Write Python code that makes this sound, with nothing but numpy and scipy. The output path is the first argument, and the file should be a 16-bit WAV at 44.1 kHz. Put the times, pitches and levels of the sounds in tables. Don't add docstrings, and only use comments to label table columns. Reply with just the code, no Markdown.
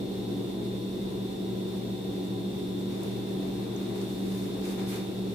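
import sys
import numpy as np
from scipy import signal
from scipy.fft import rfft, irfft
from scipy.io import wavfile

SR = 44100
rng = np.random.default_rng(int(sys.argv[2]) if len(sys.argv) > 2 else 0)


def generate_wav(sig):
    pcm = np.round(np.clip(np.atleast_2d(sig).T, -1, 1) * 32767).astype(np.int16)
    wavfile.write(sys.argv[1], SR, pcm)


N = 235746
TIME = np.arange(N) / SR

SHAFT_HZ, MAINS_HZ = 58.79, 60.0
EDGE_HZ = 15540
ATTACK_S, RELEASE_S = 0.031, 0.06
HELD_FROM_S, HELD_DB = 2.88, -57


# frequency in Hz, correlation (-1 to 1).
PORT_CORRELATION = [(60, .85), (130, .9), (290, .75), (640, .2), (1400, -.18), (3100, .05), (15000, 0)]
# frequency in Hz, left minus right in dB.
PORT_BALANCE = [(60, 4), (110, 1.5), (200, 3.5), (700, -0.5), (1300, 2.5), (2400, 1.5), (4400, -2),
                (6500, 0), (8000, -3), (10000, -2.5)]

# frequency in Hz, relative density in dB per Hz.
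HISS_SPECTRUM = [(300, 3.5), (1400, -6), (2000, -2), (3100, -0.5), (3600, 1.5), (3950, 1.5), (4300, 0),
                 (4900, -3.5), (6800, -6.5), (8000, -7), (10500, -8), (15500, -7)]
# centre in Hz, width in Hz, gain in dB.
HISS_RESONANCES = [(1850, 250, 2), (2800, 150, 1.5), (3400, 70, 3), (3630, 260, 3.5), (4150, 70, 3),
                   (5750, 60, 3), (8000, 400, 2), (9882, 100, 2.5), (13467, 130, 3.5)]
# frequency in Hz, gain in dB.
HISS_LEFT_GAIN = [(10000, 0.5), (11500, 1.5), (11900, -13), (12500, -15), (13200, -9), (15500, -2)]
# frequency in Hz, relative density in dB per Hz.
AIR_SPECTRUM = [(20, -26), (42, -9.5), (100, -8), (165, -4), (195, -1), (255, -2), (345, 4.5), (425, 1.5),
                (480, -5.5), (560, -11.5), (660, -14), (860, -16), (1350, -26), (3000, -46)]

# frequency in Hz, level in dB, left minus right in dB, left lead in radians.
PANEL_TONES = [(137, -55.5, 5, 0), (196.4, -50, -2, -.1), (201.7, -48.5, -2, -.1), (232, -54, 0, 0),
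               (282.8, -45, -2, 0), (316.8, -55, 8, -.1), (332.6, -53, 0, -.6), (337.6, -53, 0, -.7),
               (398.3, -50.5, -2, -.1), (436.2, -59, 1, -.8), (506.5, -63, 1, -.1), (528.8, -63, -7, -1.7),
               (578.1, -68, -7, -.7), (769.9, -67, 6, -2), (957, -70, 0, -2.2), (963.7, -70, -1, -2.4)]
# frequency in Hz, level in dB, left minus right in dB, left lead in radians.
BEARING_TONES = [(2862, -74, 0, -.5), (4133.5, -66, 3, -2.2), (4145, -70, -2, 1.3), (5551, -77, -3, -1),
                 (5735, -79, -1, .3), (8080, -79, -5, -.4), (9882, -81, -1, 0), (13467, -80, -10, .9)]

# multiple of the blade rate, level in dB, left minus right in dB, left lead in radians.
BLADE_HARMONICS = [(1, -37, -1, -.3), (2, -49.5, 0, -.6), (4, -61.5, 4, -1.3)]
# time in seconds, blade rate in Hz.
BLADE_RATE = [(0, 190.9), (1.3, 190.9), (2.7, 188), (2.9, 192.5), (5.35, 191)]
# middle in seconds, length in seconds, rise in dB.
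BLADE_SWELLS = [(1.15, 0.17, 2.5), (1.5, 0.16, 2.5), (2.22, .2, 2), (2.92, 0.24, 3), (3.4, .25, 3),
                (4.29, 0.25, 6), (4.758, 0.35, 4), (5.2, 0.24, 4)]

# multiple of the shaft speed, level in dB, left minus right in dB, left lead in radians.
SHAFT_HARMONICS = [(2, -44.7, 4, 0), (3, -59, 3, -.5), (4, -52, -3, -.1), (5, -51.5, 1, .2),
                   (6, -51, 6, .9), (7, -52.5, 1, -.4), (8, -53.5, -4, -1.6), (10, -69, 4, -.8),
                   (11, -60, 6, -.6), (13, -61, 2, -.9), (14, -62.5, -1, 1.8), (16, -68, 0, -2.2),
                   (17, -64, 6, -1.3), (46, -72, -7, -2.7), (49, -75, 2, -.2), (55, -71, 9, 1.5),
                   (57, -75, 2, .2), (58, -62.5, 1, -1.1), (60, -61.3, -3, 2.1), (61, -57.3, 3, .7),
                   (62, -61.3, -3, -1.5), (63, -64.3, -3, -1.2), (64, -60.3, -7, -.7), (65, -74, 3, -2.5),
                   (71, -64, 6, -1.8), (74, -71, -10, -2.1), (89, -72, -7, 1.1)]
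# multiple of the mains frequency, level in dB, left minus right in dB, left lead in radians.
MAINS_HARMONICS = [(2, -55.5, 8, .4), (4, -56, 2, .7), (6, -44.8, 5, .1), (8, -59.5, -1, -2.7)]

# frequency in Hz, relative density in dB per Hz.
PAPER_SPECTRUM = [(300, -4), (800, 10), (1300, 4), (2300, 4.5), (3200, 0.5), (4200, 2), (6500, -4.5),
                  (10000, -6), (12500, -7), (15500, -10.5)]
# frequency in Hz, gain in dB.
PAPER_LEFT_GAIN = [(1000, 2.5), (4000, -1), (10500, 2), (13000, -4), (15500, -2)]
# start in seconds, length in seconds, level in dB, brightness in dB per octave.
PAPER_STROKES = [(2.877, 0.14, -56, -1), (3.017, .06, -51.5, 1), (3.55, 0.47, -63.5, -5.5),
                 (3.79, .12, -56, 0), (3.93, .1, -50, 0.5), (4.066, 0.24, -53.5, 3.5),
                 (4.29, 0.15, -50, 2.5), (4.45, 0.18, -57.5, -0.5), (4.62, 0.097, -45, 1.7),
                 (4.76, .07, -47.5, -1), (4.86, 0.05, -44.5, 4), (4.9, 0.069, -43.5, 0.2)]
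# start in seconds, level in dB, centre in Hz, width in octaves, decay time in seconds.
CREASE_SNAPS = [(3.034, -42, 10000, .8, .0025), (3.762, -48, 6300, .16, .005), (4.014, -51, 6000, .8, .008),
                (4.92, -49, 2400, .2, .018), (5.0, -53, 2300, .09, .022)]


def gain_of(db):
    return 10 ** (np.asarray(db) / 20)


def evened(x):
    return x / np.sqrt(np.mean(x ** 2) + 1e-20)


def read(points, hz):
    f, value = np.transpose(points)
    return np.interp(np.log(hz + 1), np.log(f + 1), value)


def drift(rate_hz):
    size = 8192
    hz = np.fft.rfftfreq(size, N / SR / size)
    spectrum = rfft(rng.standard_normal(size)) * np.exp(-(hz / rate_hz) ** 2) * (hz > 0)
    slow = evened(irfft(spectrum, size))
    return np.interp(TIME, np.linspace(0, N / SR, size), slow)


def diffuse(points, ripple_db=2.45, ripple_hz=35):
    hz = np.fft.rfftfreq(N, 1 / SR)
    shared, separate = rfft(rng.standard_normal((2, N)))
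    same = np.clip(read(PORT_CORRELATION, hz), -1, 1)
    lean_db = read(PORT_BALANCE, hz)
    left = shared * gain_of(lean_db / 2)
    right = (same * shared + np.sqrt(1 - same ** 2) * separate) * gain_of(-lean_db / 2)
    steps = rng.standard_normal(size=2048)
    ripple = np.interp(hz / ripple_hz, np.arange(len(steps)), steps)
    ripple = ripple * np.minimum(hz / 900, 1)
    colour = gain_of(read(points, hz) + ripple_db * ripple)
    return evened(irfft(np.array([left, right]) * colour, N))


def shaded(pair, points):
    hz = np.fft.rfftfreq(N, 1 / SR)
    left = irfft(rfft(pair[0]) * gain_of(read(points, hz)), N)
    return np.array([left, pair[1]])


def tone(turns, db, lean_db, lead):
    sides = gain_of([[lean_db / 2], [-lean_db / 2]])
    angle = 2 * np.pi * (turns % 1) + np.array([[lead / 2], [-lead / 2]])
    return np.sqrt(2) * gain_of(db) * evened(sides) * np.sin(angle.astype(np.float32))


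def wavering(rows, sway, flutter_db):
    total = np.zeros((2, N))
    for hz, *rest in rows:
        turns = hz * TIME + sway * drift(4.0) + rng.random()
        total += tone(turns, *rest) * gain_of(flutter_db * drift(5.2))
    return total


def hiss(level_db=-50.0, flicker_db=0.5):
    hz = np.fft.rfftfreq(N, 1 / SR)
    lift_db = sum(db / (1 + (2 * (hz - centre) / width) ** 2) for centre, width, db in HISS_RESONANCES)
    sound = evened(irfft(rfft(diffuse(HISS_SPECTRUM)) * gain_of(lift_db), N))
    level = gain_of(level_db + flicker_db * drift(13))
    return level * shaded(sound, HISS_LEFT_GAIN)


def air(rush_db=-38.0, swell_db=0.8):
    return gain_of(rush_db + swell_db * drift(7.9)) * diffuse(AIR_SPECTRUM)


def casing(panel_db=0, bearing_db=-1):
    panels = wavering(PANEL_TONES, sway=0.044, flutter_db=3.0)
    bearings = wavering(BEARING_TONES, sway=0.35, flutter_db=1.0)
    return gain_of(panel_db) * panels + gain_of(bearing_db) * bearings


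def fan(level_db=-1.0, sway=0.009, flutter_db=0.5):
    rate_hz = np.interp(TIME, *np.transpose(BLADE_RATE))
    turns = np.cumsum(rate_hz) / SR + sway * drift(8.0)
    swell_db = sum(db * np.exp(-(2 * (TIME - s) / length) ** 2) for s, length, db in BLADE_SWELLS)
    first, *overtones = [tone(k * turns, *rest) for k, *rest in BLADE_HARMONICS]
    return gain_of(level_db + swell_db + flutter_db * drift(5.7)) * first + sum(overtones)


def compressor(level_db=0, wander=0.0001, flutter_db=2.0):
    shaft_turns = np.cumsum(SHAFT_HZ * (1 + wander * drift(1.1))) / SR
    drone = np.zeros((2, N))
    for k, *rest in SHAFT_HARMONICS:
        swell_db = flutter_db * (k / 2) ** -0.15 * drift(6.7)
        drone += tone(k * shaft_turns + rng.random(), *rest) * gain_of(swell_db)
    hum = sum(tone(k * MAINS_HZ * TIME + rng.random(), *rest) for k, *rest in MAINS_HARMONICS)
    return gain_of(level_db) * (drone + hum)


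def snaps(room_db=-15, room_t60=0.17):
    out = np.zeros((2, N))
    t = np.arange(SR // 4) / SR
    hz = np.fft.rfftfreq(len(t), 1 / SR)
    for s, db, centre_hz, width, decay in CREASE_SNAPS:
        colour = np.exp(-0.5 * (np.log2((hz + 1) / centre_hz) / width) ** 2)
        burst = evened(irfft(rfft(rng.standard_normal((2, len(t)))) * colour, len(t)))
        tick = np.exp(-t / decay)
        tail = gain_of(room_db - 60 * t / room_t60)
        start = round(s * SR)
        out[:, start:start + len(t)] += gain_of(db) * burst * (tick + tail)
    return out


def stroke(t, length):
    return np.clip(t / ATTACK_S, 0, 1) * np.exp(-np.maximum(t - length, 0) / RELEASE_S)


def paper(grain_db=0.6, grain_hz=260, pivot_hz=4000):
    noise = diffuse(PAPER_SPECTRUM, ripple_db=-0.5, ripple_hz=168.0)
    hz, t, z = signal.stft(noise, SR, nperseg=512)
    octaves = np.log2(np.maximum(hz, 700) / pivot_hz)[:, None]
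    power = np.zeros(z.shape[-2:])
    for s, length, db, tilt in PAPER_STROKES:
        power += (gain_of(db + tilt * octaves) * stroke(t - s, length)) ** 2
    held = gain_of(HELD_DB) * stroke(t - HELD_FROM_S, N / SR)
    rub = signal.istft(z * np.sqrt(power + held ** 2), SR, nperseg=512)[1][:, :N]
    return shaded(rub, PAPER_LEFT_GAIN) * gain_of(grain_db * drift(grain_hz))


def scene():
    return hiss() + air() + casing() + fan() + compressor() + snaps() + paper()


def record(dry):
    edge = signal.firwin(2047, EDGE_HZ, window=("kaiser", 9), fs=SR)
    return signal.oaconvolve(dry, edge[None], "same")


dry = scene()
out = record(dry)
generate_wav(out)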